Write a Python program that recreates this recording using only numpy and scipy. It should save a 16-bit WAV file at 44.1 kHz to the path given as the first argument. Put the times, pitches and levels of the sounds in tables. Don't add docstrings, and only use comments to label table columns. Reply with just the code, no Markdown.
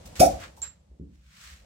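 import sys
import numpy as np
from scipy import signal
from scipy.fft import rfft, irfft
from scipy.io import wavfile
from scipy.ndimage import uniform_filter1d

SR = 44100
rng = np.random.default_rng(int(sys.argv[2]) if len(sys.argv) > 2 else 0)


def convert_level_to_amplitude(level_db):
    exponent = np.asarray(level_db, float) / 20
    return 10 ** exponent


def pcm_store(signal):
    levels = np.round(np.clip(np.atleast_2d(signal), -1, 1) * 32767)
    wavfile.write(sys.argv[1], SR, levels.astype(np.int16).T)


N = 72765
T = np.arange(N) / SR
HZ = np.fft.rfftfreq(N, 1 / SR)

# delay/s, left level/dB, right level/dB
ECHOES = [
    (.0055, -14.5, -15),
    (.011, -3, -20),
    (.0165, -14, -4.5),
    (.021, -7, -6),
    (.03, -9.5, -8),
    (.049, -14, -10),
    (.058, -17.5, -7.5),
]
# f/Hz, T60/s
ROOM_T60 = [(60, 0.2), (200, 0.45), (600, .27), (1500, 0.24), (5000, 0.26), (12000, .22)]
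# f/Hz, level/dB, T60/s
ROOM_MODES = [(66, -9, .6), (172, 1, .25), (221, -3, .38), (279, -3, .26), (382, -6, .22), (417, -6, .26),
              (560, -5, .27)]
# t/s, level/dB
ROOM_TONE_LEVEL = [(0.0, -57.5), (0.196, -54), (0.326, -47), (0.386, -52.5), (0.67, -71.5), (0.978, -76.5),
                   (1.138, -80), (1.388, -88), (1.65, -68)]
# f/Hz, level/dB
ROOM_TONE_COLOUR = [(15, -32.5), (25, -11), (63, -4.5), (190, -17), (427, -27), (503, -17.5), (1400, -35),
                    (8140, -40), (16000, -59)]
# t/s, level/dB, f/Hz
LOW_THROBS = [(0, -57, 64), (0.071, -49, 64), (0.142, -54, 66), (0.212, -32.5, 70), (0.272, -31.5, 67),
              (0.357, -37.5, 60), (.435, -58.5, 67), (0.512, -48, 66), (0.611, -48.5, 67),
              (0.687, -51, 65), (0.811, -55, 59), (.925, -45, 60), (1.029, -44, 70),
              (1.072, -47.5, 66.85), (1.14, -49.5, 64), (1.199, -51, 57.6), (1.28, -51, 61.7),
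              (1.38, -64.5, 57.7), (1.478, -49.5, 61.3), (1.535, -44, 64.63), (1.619, -49, 55)]
# f/Hz, level/dB
CLOTH_COLOUR = [(200, -34), (500, -15.5), (920, -13.5), (1150, -5), (1730, -2), (8100, -9.5), (10000, -18),
                (15500, -21.5)]
# peak t/s, level/dB, rise/s, fall/s, tilt/(dB per octave)
RUSTLES = [(.0, -77, .01, 0.064, -2.5), (0.058, -48.5, 0.0026, 0.03, 5), (0.156, -42, 0.0014, 0.1, 1.5),
           (0.401, -48.5, 0.0028, 0.035, 2.5), (.44, -40.5, 0.027, 0.027, -4),
           (0.568, -56.5, 0.00245, 0.051, 7), (.632, -46, 0.0057, 0.038, -3.5), (.625, -60, .003, .03, 5),
           (.92, -79.5, 0.018, 0.041, -20.5), (1.15, -71.5, 0.06163, .1, 0.5),
           (1.37, -57.5, 0.0679, 0.079, -0.5), (1.442, -49, 0.06, 0.083, 0.5),
           (1.508, -51, 0.099, 0.064, -0.5), (1.452, -56, 0.0011, 0.0037, 15)]
# t/s, level/dB, contact/s
THUDS = [(.05, -41, .003), (0.299, -38.5, 0.0051), (0.601, -46.5, 0.0038), (0.672, -50.5, .003),
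         (.885, -56, 0.0024), (.915, -48.5, .0012), (0.9978, -31, 0.0016), (1.011, -31, .0024),
         (1.023, -35.5, .0024), (1.095, -39.5, .0024), (1.52, -56, 0.0017)]
# f/Hz, level/dB, T60/s
TONGS_MODES = [(7378, 0, .12), (7390, -16.5, .2), (7760, -12.5, 0.084), (8060, -14, 0.069),
               (6640, -19, 0.024), (887, -18.5, 0.1)]
# f/Hz, level/dB, T60/s
GLASS_MODES = [(2393, -5, .15), (3891, -7.5, .17), (5130, -6, .19), (5787, -3, 0.11), (6608, -8, 0.29),
               (7070, -4.5, 0.26), (7327, -2.5, 0.15), (8300, -11.5, .25)]
# f/Hz, width/Hz, level/dB
JET_RESONANCES = [(1390, 380, -5.5), (2454, 210, 0), (3544, 230, -8.5), (5132, 640, -0.5), (5900, 210, -2),
                  (7300, 640, -5), (8700, 540, 0), (10050, 1200, -11.5), (12152, 800, -6.5),
                  (14500, 1800, -13.5)]

ALIKE_HZ = 270
ROOM_BASS_HZ = 209.9
TICK_S = .6185
SEAL_OPENS_S, POP_S, NOTE_S = .195, .2040, .2071


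def curve(table, x, log=False):
    points = np.array(table, float)
    if log:
        return np.interp(np.log(x + 1), np.log(points[:, 0]), points[:, 1])
    return np.interp(x, points[:, 0], points[:, 1])


def unit(x):
    return x / np.sqrt(np.mean(x ** 2))


def noise(gain):
    mid, side = rfft(rng.standard_normal((2, N)))
    side = side * HZ ** 4 / (HZ ** 4 + ALIKE_HZ ** 4)
    return unit(irfft(np.array([mid + side, mid - side]) * gain, N))


def peak(hz, width):
    return 1 / np.hypot(1, (HZ - hz) / (width / 2))


def fade(t0, t60):
    return (T >= t0) * convert_level_to_amplitude(-60 * np.clip(T - t0, 0, None) / t60)


def swell(t0, rise, fall):
    return np.exp(np.where(T < t0, (T - t0) / rise, (t0 - T) / fall))


def ring(modes, t0):
    return sum(convert_level_to_amplitude(db) * fade(t0, t60) * np.sin(2 * np.pi * hz * (T - t0)) for hz, db, t60 in modes)


def walk(rate):
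    width = int(SR / rate)
    once = uniform_filter1d(rng.standard_normal(N), width)
    return unit(uniform_filter1d(once, width))


def pan(db):
    return convert_level_to_amplitude(np.array([[db / 2], [-db / 2]]))


def room():
    tail = 0
    for hz in 60 * 2 ** np.arange(0, 8.5, .75):
        weight = np.sqrt(hz) / (1 + (ROOM_BASS_HZ / hz) ** 2)
        tail = tail + noise(peak(hz, hz / 2) ** 2) * weight * fade(0, curve(ROOM_T60, hz, log=True))
    tail = tail * (1 - np.exp(-T / .011))
    tail = convert_level_to_amplitude(1) * tail / np.sqrt(np.sum(tail ** 2) / 2)
    tail = tail + convert_level_to_amplitude(-31.5) * ring(ROOM_MODES, 0) / 10
    spectrum = rfft(tail)
    for lag, left_db, right_db in ECHOES:
        gain = convert_level_to_amplitude(np.array([[left_db], [right_db]]))
        alike = (gain.mean() - gain) * peak(0, 2 * ALIKE_HZ) ** 2
        lost_bass = gain.mean() * peak(0, 2 * ROOM_BASS_HZ) ** 2
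        spectrum = spectrum + (gain + alike - lost_bass) * np.exp(-2j * np.pi * HZ * lag)
    return spectrum


def room_tone():
    colour = convert_level_to_amplitude(curve(ROOM_TONE_COLOUR, HZ, log=True))
    middle = colour[(HZ > 250) & (HZ < 1000)]
    share = np.sqrt(np.sum(colour ** 2) / np.sum(middle ** 2))
    return noise(colour) * share * convert_level_to_amplitude(curve(ROOM_TONE_LEVEL, T))


def flame():
    throbs = 0
    for t, db, hz in LOW_THROBS:
        bump = np.exp(-.5 * ((T - t) / .018) ** 2)
        throbs = throbs + convert_level_to_amplitude(db + 3.5) * bump * np.sin(2 * np.pi * hz * (T - t))
    colour = peak(64, 14) + convert_level_to_amplitude(-7) * peak(167, 71) ** 2
    return throbs + noise(colour * peak(0, 550) ** 2) * convert_level_to_amplitude(-62)


def flame_puff():
    return noise(peak(880, 260) ** 2) * convert_level_to_amplitude(-54) * swell(.57 + .0027, .0021, .3 / np.log(1000))


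def rustles():
    out = 0
    for t, db, rise, fall, tilt_db in RUSTLES:
        colour_db = curve(CLOTH_COLOUR, HZ, log=True) + tilt_db * np.log2((HZ + 100) / 3000)
        grain_db = 1.5 * walk(300)
        out = out + noise(convert_level_to_amplitude(colour_db)) * convert_level_to_amplitude(db + grain_db) * swell(t, rise, fall)
    return out


def thuds():
    out = 0
    for t, db, contact in THUDS:
        x = (T - t - contact) / contact
        out = out + convert_level_to_amplitude(db) * x * 2 * np.exp(-2 * x ** 2)
    return out


def tongs():
    crack = noise(peak(2500, 9000) ** 2)[0] * fade(TICK_S, .014)
    bounce = (T > .624) * ring(TONGS_MODES[:1], TICK_S)
    steel = ring(TONGS_MODES, TICK_S) + convert_level_to_amplitude(-2.5) * bounce
    return steel * convert_level_to_amplitude(-27.5 + 2 * walk(200)), crack * convert_level_to_amplitude(-38)


def cup_note():
    low_hz, high_hz, rise_s = 438.5, 803.4, .008
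    attack_s, hold_s, t60_s = .0017, .014, .024
    after = np.clip(T - NOTE_S, 0, None)
    hz = high_hz - (high_hz - low_hz) * np.exp(-after / rise_s)
    hold_end = NOTE_S + hold_s
    envelope = np.maximum(fade(hold_end, t60_s), T < hold_end) * (1 - np.exp(-after / attack_s))
    return convert_level_to_amplitude(-6.5) * envelope * np.sin(2 * np.pi * np.cumsum(hz * (T >= NOTE_S)) / SR)


def cup_release():
    suck_s = .0008
    push = convert_level_to_amplitude(-11) * swell(POP_S, .0022, .0004)
    suck = convert_level_to_amplitude(-8) * np.exp(-((T - POP_S - suck_s) / suck_s) ** 2 * 2)
    peel = noise(peak(600, 600) ** 2)[0] * convert_level_to_amplitude(-33) * (T > SEAL_OPENS_S) * (T < POP_S)
    return uniform_filter1d(push - suck, size=12) + peel


def cup_jet():
    colour = convert_level_to_amplitude(-20.5) * peak(7040, 11000) ** 2
    for hz, width, db in JET_RESONANCES:
        colour = colour + convert_level_to_amplitude(db) * peak(hz, width) ** 2
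    jet = noise(colour)[0] * convert_level_to_amplitude(-15.5 + 2 * walk(600))
    jet = jet * (T > SEAL_OPENS_S) * swell(POP_S, .0062, .04 / np.log(1000))
    return jet + convert_level_to_amplitude(-38) * ring(GLASS_MODES, POP_S)


def scene():
    pop = cup_note() + cup_release()
    jet = cup_jet()
    tick, crack = tongs()
    thud = thuds()
    send = pop + convert_level_to_amplitude(-3.5) * jet + convert_level_to_amplitude(-12.5) * tick + convert_level_to_amplitude(1.5) * crack + thud
    close = pop + jet * pan(-5.5) + (tick + crack) * pan(-6.5) + thud
    wet = irfft(rfft(send) * room(), N)
    return close + wet + flame_puff() + rustles() + flame() + room_tone()


def band_limit(x):
    return signal.sosfilt(signal.butter(12, 16300, fs=SR, output="sos"), x)


def record(dry):
    port_lag_s, limit = .0003, .95
    mix = np.array([np.roll(dry[0], int(port_lag_s * SR)), dry[1]])
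    mix = irfft(rfft(mix) * (1 - .62 * peak(9378, 360) ** 2), N)
    mix = signal.sosfiltfilt(signal.butter(2, 45, "high", fs=SR, output="sos"), mix)
    level = mix / limit
    mix = limit * np.tanh(level * (1 + level ** 2 / 3))
    mix = signal.sosfilt(signal.ellip(8, .2, 70, 15900, fs=SR, output="sos"), mix)
    return band_limit(mix)


dry = scene()
out = record(dry)
pcm_store(out)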